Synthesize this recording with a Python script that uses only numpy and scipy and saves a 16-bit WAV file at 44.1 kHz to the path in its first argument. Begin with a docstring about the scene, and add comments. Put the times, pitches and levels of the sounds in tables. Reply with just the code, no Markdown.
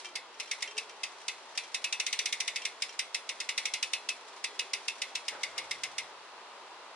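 """A brick yard, with distant traffic behind and, close up, a bicycle's cranks turned backwards by hand.
The chain ticks softly as its links and rollers seat on the sprockets. The pawls of the rear hub snap
off tooth after tooth, ringing hub, spokes and rim, and paving and wall answer with a short tail.
Near the end a sleeve rustles as the arm shifts."""
import sys
import numpy as np
from scipy import signal
from scipy.fft import rfft, irfft, next_fast_len
from scipy.io import wavfile
from scipy.ndimage import map_coordinates

SR = 44100
rng = np.random.default_rng(int(sys.argv[2]) if len(sys.argv) > 2 else 0)


def wrap_up_sound(samples):
    """Save the sound to the file named by the first command line argument, as 16-bit audio."""
    columns = np.atleast_2d(samples).T
    # keep every value between -1 and 1, then stretch to whole-number steps
    tamed = np.clip(columns, -1, 1)
    steps = np.round(tamed * 32767).astype(np.int16)
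    wavfile.write(sys.argv[1], SR, steps)


N = 306495
RING = SR * 2 // 5  # samples that one hit rings for

# Fader ride of the traffic bed: (time [s], relative level [dB])
TRAFFIC_RIDE = [(0.0, -53.5), (1.01, -52.5), (2.44, -53), (5.71, -51.5), (6.95, -52)]
# Tone of the traffic bed and of one far car's tyres: (frequency [Hz], relative density [dB])
TRAFFIC_TONE = [(15, -71), (25, -41), (152, -30.5), (391, -9), (798, -5.5), (907, -2), (1430, -8.5),
                (1630, -11), (2000, -11), (2160, -13), (2780, -11.5), (3000, -13), (3870, -13.5),
                (4510, -15), (11000, -32), (14300, -92), (22000, -120)]
CAR_TONE = [(400, -34), (780, -8), (960, 0), (1180, -7), (2000, -18), (5000, -45)]
# Stereo image of traffic and sleeve: (frequency [Hz], left-right correlation [-1..1])
BED_IMAGE = [(60, 0.97), (140, 0.91), (350, 0.96), (840, 0.87), (2020, 0.58), (4870, -0.19), (11700, -0.11)]
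# Faint far hums: (centre time [s], length [s], pitch [Hz], glide [Hz/s], relative level [dB])
FAR_HUMS = [(0.101, 0.31, 364, -120, -59), (0.778, 0.47, 433, 71, -54.5), (2.266, 0.45, 421, -7.5, -62),
            (4.564, 0.82, 397.5, -1, -59.5)]

# Chain links seating on the teeth: (time [s], relative level [dB])
LINK_CUES = [(0.0462, -36.5), (0.055, -36.5), (0.3424, -47.5), (0.476, -43.5), (0.606, -41), (0.675, -38),
             (0.7103, -41), (0.7678, -39), (0.895, -39.5), (1.554, -42), (1.635, -41), (2.619, -36.5),
             (2.892, -38.5)]
# Tone of the chain's clinks and patter: (frequency [Hz], relative density [dB])
CHAIN_TONE = [(300, -66), (1600, -2), (2300, 0.5), (2850, -4.5), (3400, -1), (4600, -3), (5700, 0),
              (6500, -4.5), (8200, -8.5), (11000, -16)]
# Ring of a struck link: (frequency [Hz], relative level [dB], t60 [s])
LINK_RING = [(2354, -7.5, 0.18), (2724, 1.5, 0.051), (3140, -3, 0.14), (5000, -11, 0.05),
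             (5520, -5.5, 0.055), (5800, -2, .05), (8200, -19, 0.043)]
# Stereo image of metal hits, then of yard and rollers: (frequency [Hz], left-right correlation [-1..1])
HIT_IMAGE = [(2800, 0.92), (3500, 0.32), (6000, -0.0068), (8000, -0.065), (11000, -0.23)]
YARD_IMAGE = [(1500, 0.41), (2800, 0.83), (4000, 0.76), (6000, -0.36), (11000, 0.077)]
# Reverb time of paving and brick: (frequency [Hz], t60 [s])
YARD_T60 = [(500, 0.69), (3000, 0.21), (6000, 0.24), (11000, 0.28)]

# Pawl drops, one a tooth; tilt favours the wheel's upper resonance over its lower one:
# (time [s], relative level [dB], tilt [dB])
PAWL_CUES = [(0.155, -35, 2), (0.3996, -36.5, 7), (0.513, -32.5, -8), (0.6235, -32.5, -4),
             (0.779, -33.5, 12), (1.0338, -33.5, 8), (1.2815, -32, 3), (1.5756, -31.5, 5), (1.745, -31, 1),
             (1.8425, -31, 10), (1.9257, -31, 10), (1.9992, -30.5, 7), (2.0644, -30, -5),
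             (2.1278, -30.5, -4), (2.19, -29.5, -5), (2.2575, -30.5, -7), (2.3257, -30, -7),
             (2.403, -31, -6), (2.4773, -31.0, -4), (2.5596, -32.5, -1), (2.652, -31.5, -4.6),
             (2.8211, -31, -2), (2.992, -30, -4), (3.1457, -31, -1), (3.2913, -34, -1), (3.402, -34, 2),
             (3.49, -31.5, -4), (3.578, -29.5, -5), (3.655, -30.8, -1), (3.737, -30.5, -1.9),
             (3.8272, -29.5, 9), (3.9334, -29.5, 6.5), (4.089, -30.5, 9.5), (4.4417, -32.5, 1.6),
             (4.5926, -31.1, 5.5), (4.734, -31, -1), (4.8809, -32, 15.5), (5.018, -32.5, -2),
             (5.153, -33, 4), (5.282, -33, -1.6), (5.433, -33, -10), (5.5799, -33, -9.5),
             (5.711, -33.5, -5), (5.8351, -32.5, -5), (5.982, -33, -1)]
# Crowded modes of hub shell, sprocket and spokes: (frequency [Hz], relative density [dB])
SHELL_TONE = [(100, -45), (700, -27), (1550, -20.5), (2100, -3), (2700, -4.5), (3050, -6.5), (3700, 0),
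              (4300, -5), (5000, -2), (6000, -4.5), (6700, -6.5), (9000, -12), (10000, -12.5), (10900, -16)]
# Ring time of those crowded modes: (frequency [Hz], t60 [s])
SHELL_T60 = [(2000, 0.17), (4000, 0.048), (10000, 0.1)]
# Clear modes of hub and pawls, then of rim and spokes: (frequency [Hz], relative level [dB], t60 [s])
HUB_RING = [(4478, -6, .08), (4688, -9, .08), (4764, -8, .15), (4931, -5, .07), (5189, -3, .06),
            (5410, -2, .06), (5706, -6, .07), (5870, -6, .06), (5991, -3, .08), (6599, -8, .06),
            (6804, -8, .06), (7080, -7, .04), (7342, -6, .04), (8080, -11, .04), (8360, -8, .04),
            (8769, -9, .04), (9162, -7, .045), (10739, -8, .04)]
WHEEL_RING = [(1394, -23, .12), (1792, -15, .09), (1878, -15, .1), (1975, -8, .11), (2075, -4, .11),
              (2130, -13, .2), (2193, -3, .11), (2347, -10, .1), (2395, -9, .1), (2449, -8, .11),
              (2497, -7, .09), (2589, 1, .115), (2653, -9, .1), (2697, -8, .09), (2850, 1, .08),
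              (2885, -7, .1), (3176, -8, .08), (3348, -20, .55), (3434, -18, .3), (3601, -8, .15),
              (3660, -3, .11), (3750, -5, .06), (3886, -4, .07), (4048, -9, .1), (4112, -13, .3)]
# Low cut that keeps the clicks free of low thumps: (frequency [Hz], gain [dB])
CLICK_LOW_CUT = [(100, -11.5), (600, -0.5)]

# Strokes of the sleeve: (peak time [s], level [dB])
SLEEVE_CUES = [(5.335, -44.5), (5.57, -48)]
# Tone of the cloth and of the shifting body: (frequency [Hz], relative density [dB])
SLEEVE_TONE = [(60, -25), (200, -19), (400, -2), (900, 3), (1700, -2.5), (3000, -11), (6000, -33),
               (11000, -39)]
RUMBLE_TONE = [(25, -20), (60, -10), (82, 0), (110, -9), (138, 0), (230, -10), (500, -60)]
# Soft low bumps: (centre time [s], pitch [Hz], level [dB])
BUMP_CUES = [(5.67, 80, -70), (5.76, 134, -70), (6.02, 135, -74)]

# Balance of the microphone pair: (frequency [Hz], left over right [dB])
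PAIR_BALANCE = [(150, .3), (1000, 0.4), (2200, 1.1), (4000, -.2), (8000, -1.1), (11000, -1)]
# Head start of the left microphone: (frequency [Hz], lead [s])
LEFT_LEAD = [(20, 2e-5), (2500, 2e-5), (6000, 0)]


def amp(db):
    """Decibels to gain."""
    return 10 ** (np.asarray(db) / 20)


def unit(x):
    """x at rms 1."""
    return x / np.sqrt(np.mean(x ** 2) + 1e-20)


def along(points, hz):
    """Read (frequency [Hz], value) points on a log axis."""
    f, v = np.transpose(points)
    return np.interp(np.log(hz + 1), np.log(f + 1), v)


def curve(rows):
    """Automation: (time [s], value) rows as one value a sample."""
    return np.interp(np.arange(N) / SR, *np.transpose(rows))


def arch(s, length):
    """A rise and fall centred on time s."""
    return np.cos(np.pi * np.clip((np.arange(N) / SR - s) / length, -.5, .5))


def wobble(rate):
    """A smooth random curve, rate knots a second."""
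    return map_coordinates(rng.standard_normal(int(N * rate / SR) + 4), [np.arange(N) * rate / SR])


def fade(t, t60):
    """Free decay of a vibration."""
    return np.exp(-np.log(1000) * t / t60)


def bell(hz, centre_hz, width_hz):
    """An EQ bell of height 1."""
    return np.exp(-((hz - centre_hz) / width_hz) ** 2)


def eq(x, response):
    """Filter x with a gain given as a function of frequency."""
    n = x.shape[-1]
    m = next_fast_len(n + 4096)
    return irfft(rfft(x, m) * response(np.fft.rfftfreq(m, 1 / SR)), m)[..., :n]


def width(image, hz):
    """Stereo width as an angle: 0 is mono, pi is out of phase."""
    return np.arccos(np.clip(along(image, hz), -1, 1))


def noise(n, tone, image):
    """Stereo noise at rms 1 with a given tone and image."""
    def mid_side(hz):
        angle = width(image, hz) / 2
        return amp(along(tone, hz)) * [np.cos(angle), np.sin(angle)]
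    mid, side = eq(rng.standard_normal((2, n)), mid_side)
    return unit(np.array([mid + side, mid - side]))


def damped(x, decay):
    """Let each frequency of x die at its own speed."""
    hz, t, bands = signal.stft(x, SR, nperseg=128)
    bands = bands * fade(t, along(decay, hz)[:, None])
    return signal.istft(bands, SR, nperseg=128)[1][:, :x.shape[1]]


def add(track, s, sound):
    """Mix a sound into the track at time s."""
    i = max(round(s * SR), 0)
    track[:, i:i + sound.shape[1]] += sound[:, :max(N - i, 0)]


def traffic(trim_db=2):
    """A bed of distant traffic; one far car's tyres swell out of it at the end."""
    bed = amp(curve(TRAFFIC_RIDE) + trim_db) * noise(N, TRAFFIC_TONE, BED_IMAGE)
    car = amp(-57) * arch(s=6.7, length=2) * noise(N, CAR_TONE, BED_IMAGE)
    return bed + car


def far_hums():
    """Faint gliding tones come and go, rough in pitch and level."""
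    t = np.arange(N) / SR
    out = np.zeros(N)
    for s, length, hz, glide, db in FAR_HUMS:
        pitch = (hz + glide * (t - s)) * (1 + .03 * wobble(60))
        flutter = .85 + .5 * wobble(50)
        out += amp(db) * flutter * arch(s, length) * np.sin(2 * np.pi * np.cumsum(pitch) / SR)
    return out


def tooth_rate():
    """Hub speed from the gaps between pawl drops: (time [s], rate [teeth/s])."""
    s = np.array(PAWL_CUES)[:, 0]
    return np.column_stack([(s[1:] + s[:-1]) / 2, 1 / np.diff(s)])


def chain_rollers(ticks_per_s=70, start_s=0.374, stop_s=6.12, usual_teeth_per_s=11.1):
    """A ring is already dying away as the sound begins; then the rollers patter and rub, louder with speed."""
    ticks = (rng.random(N) < ticks_per_s / SR) * amp(5.5 * np.clip(rng.standard_normal(N), -2, 2))
    tick_decay = fade(np.arange(RING) / SR, t60=0.087)
    patter = np.sqrt(np.abs(signal.fftconvolve(ticks ** 2, tick_decay ** 2)[:N]))  # energies add
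    rub = patter.mean()
    running = [row for row in tooth_rate() if start_s < row[0] < stop_s]
    speed = curve([(start_s, 0), *running, (stop_s, 0)]) / usual_teeth_per_s
    opening_ring = amp(-42.5) * fade(np.arange(N) / SR, t60=0.35)
    level = opening_ring + amp(-54) * speed ** 0.35
    return level * unit(patter + rub) * noise(N, CHAIN_TONE, YARD_IMAGE)


def metal_ring(modes, scatter_db, lead_rad):
    """Each hit rings the modes at new strengths; high ones reach the two sides out of step."""
    hz, db, t60 = np.transpose(modes)
    t = np.arange(RING) / SR
    strength = amp(db + scatter_db * rng.standard_normal(len(hz)))
    start_phase = np.exp(2j * np.pi * rng.random(len(hz)))
    skew = lead_rad + width(HIT_IMAGE, hz) * rng.standard_normal(len(hz))
    stereo = strength * start_phase * np.exp(.5j * np.array([skew, -skew]))
    partials = np.exp(2j * np.pi * hz[:, None] * t) * fade(t, t60[:, None])
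    return (stereo @ partials).real


def yard_reverb(x, wet_db, build_s):
    """A hit plus the short tail that paving and brick wall scatter back."""
    tail = damped(noise(RING, [(100, 0), (11000, 0)], YARD_IMAGE), YARD_T60)
    tail *= 1 - np.exp(-(np.arange(RING) / SR / build_s) ** 2)
    tail /= np.linalg.norm(tail[0])
    return x + amp(wet_db) * signal.fftconvolve(x[:1], tail, axes=1)[:, :RING]


def chain_links(trim_db=-7, attack_s=0.00037):
    """Now and then a link seats on a tooth with a clear clink."""
    t = np.arange(RING) / SR
    attack = 1 - np.exp(-t / attack_s)
    out = np.zeros((2, N))
    for s, db in LINK_CUES:
        burst = noise(RING, CHAIN_TONE, HIT_IMAGE) * fade(t, t60=0.1)
        ring = amp(1.5) * metal_ring(LINK_RING, scatter_db=3, lead_rad=0.1)
        clink = yard_reverb((burst + ring) * attack, wet_db=-16, build_s=0.0043)
        add(out, s, amp(db + trim_db) * clink)
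    return out


def pawl_drop(spread_s, slip_s, pawls=3, swell_s=0.0021):
    """The pawls slip off their teeth and land in turn, each with a crack that rings hub and wheel."""
    t = np.arange(RING) / SR
    landings = np.linspace(0, spread_s, pawls) + np.r_[0, rng.uniform(0, .0006, pawls - 1)]
    energy = amp(rng.normal(0, 1.6, pawls)) ** 2
    since = t - slip_s - landings[:, None]
    age = np.maximum(since, 0)
    delivered = (since >= 0) * (energy / energy.sum())[:, None]  # each pawl's share once landed
    drive = np.sqrt(delivered.sum(0))
    slip = amp(-9) * (t < slip_s) * t / slip_s
    cracks = amp(4.5) * np.sqrt(np.sum(delivered * fade(age, t60=0.022) ** 2, 0))
    shell = drive * damped(noise(RING, SHELL_TONE, HIT_IMAGE), SHELL_T60)
    hub = amp(-8.5) * drive * metal_ring(HUB_RING, scatter_db=3.5, lead_rad=0.77)
    # fed through the spokes, the rim takes a moment to bloom
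    bloom = np.sqrt(np.sum(delivered * (1 - np.exp(-age / swell_s)), 0))
    wheel = amp(-5.5) * bloom * metal_ring(WHEEL_RING, scatter_db=1.5, lead_rad=0.15)
    transient = (slip + cracks) * noise(RING, SHELL_TONE, HIT_IMAGE)
    return transient + shell + hub + wheel


def ratchet(trim_db=3.5, usual_db=-31.5, slip_s=0.002):
    """One click a tooth: hard ones are tight, soft ones ragged with more knock; speed raises the ping."""
    out = np.zeros((2, N))
    speed = tooth_rate()
    for s, db, tilt_db in PAWL_CUES:
        accent_db = db - usual_db
        spread_s = 0.002752 * 2 ** (-accent_db / 4.5)  # halves for each 4.5 dB harder
        chime_db = 0.61 * tilt_db  # the wheel's upper resonance
        knock_db = chime_db - tilt_db - 1.03 * accent_db  # its lower one
        ping_hz = 4760 + 73 * np.interp(s, *speed.T)  # the hub's ping
        click = eq(pawl_drop(spread_s, slip_s), lambda hz: amp(
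            along(CLICK_LOW_CUT, hz)
            + knock_db * bell(hz, centre_hz=2070, width_hz=240)
            + chime_db * bell(hz, centre_hz=2660, width_hz=140)
            + 3.5 * bell(hz, centre_hz=ping_hz, width_hz=440)))
        add(out, s - slip_s, amp(db + trim_db) * yard_reverb(click, wet_db=-12.5, build_s=0.0099))
    return out


def sleeve(attack_s=0.02, release_t60=0.68, grain_db=2):
    """Cloth brushes as the arm shifts, over the body's low rumble and a few soft bumps."""
    t = np.arange(N) / SR
    strokes = np.zeros(N)
    for s, db in SLEEVE_CUES:
        attack = np.exp(np.minimum(t - s, 0) / attack_s)
        strokes += amp(db) * attack * fade(np.maximum(t - s, 0), release_t60)
    cloth = strokes * amp(grain_db * wobble(90)) * noise(N, SLEEVE_TONE, BED_IMAGE)
    rumble = amp(-75) * arch(s=5.75, length=0.95) * noise(N, RUMBLE_TONE, BED_IMAGE)
    bumps = sum(amp(db) * arch(s, length=0.14) ** 2 * np.sin(2 * np.pi * hz * (t - s))
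                for s, hz, db in BUMP_CUES)
    return cloth + rumble + bumps


def scene():
    """The mix at the two microphones: bicycle and sleeve up front, the town behind."""
    return traffic() + far_hums() + chain_rollers() + chain_links() + ratchet() + sleeve()


def record(dry, high_cut_hz=11060):
    """The left microphone hears a touch sooner, the right one brighter; both have a steep high cut."""
    sides = np.array([[1], [-1]])

    def response(hz):
        balance = amp(sides * along(PAIR_BALANCE, hz) / 2)
        timing = np.exp(1j * np.pi * hz * along(LEFT_LEAD, hz) * sides)
        return balance * timing / np.sqrt(1 + (hz / high_cut_hz) ** 150)
    return eq(dry, response)


dry = scene()
out = record(dry)
wrap_up_sound(out)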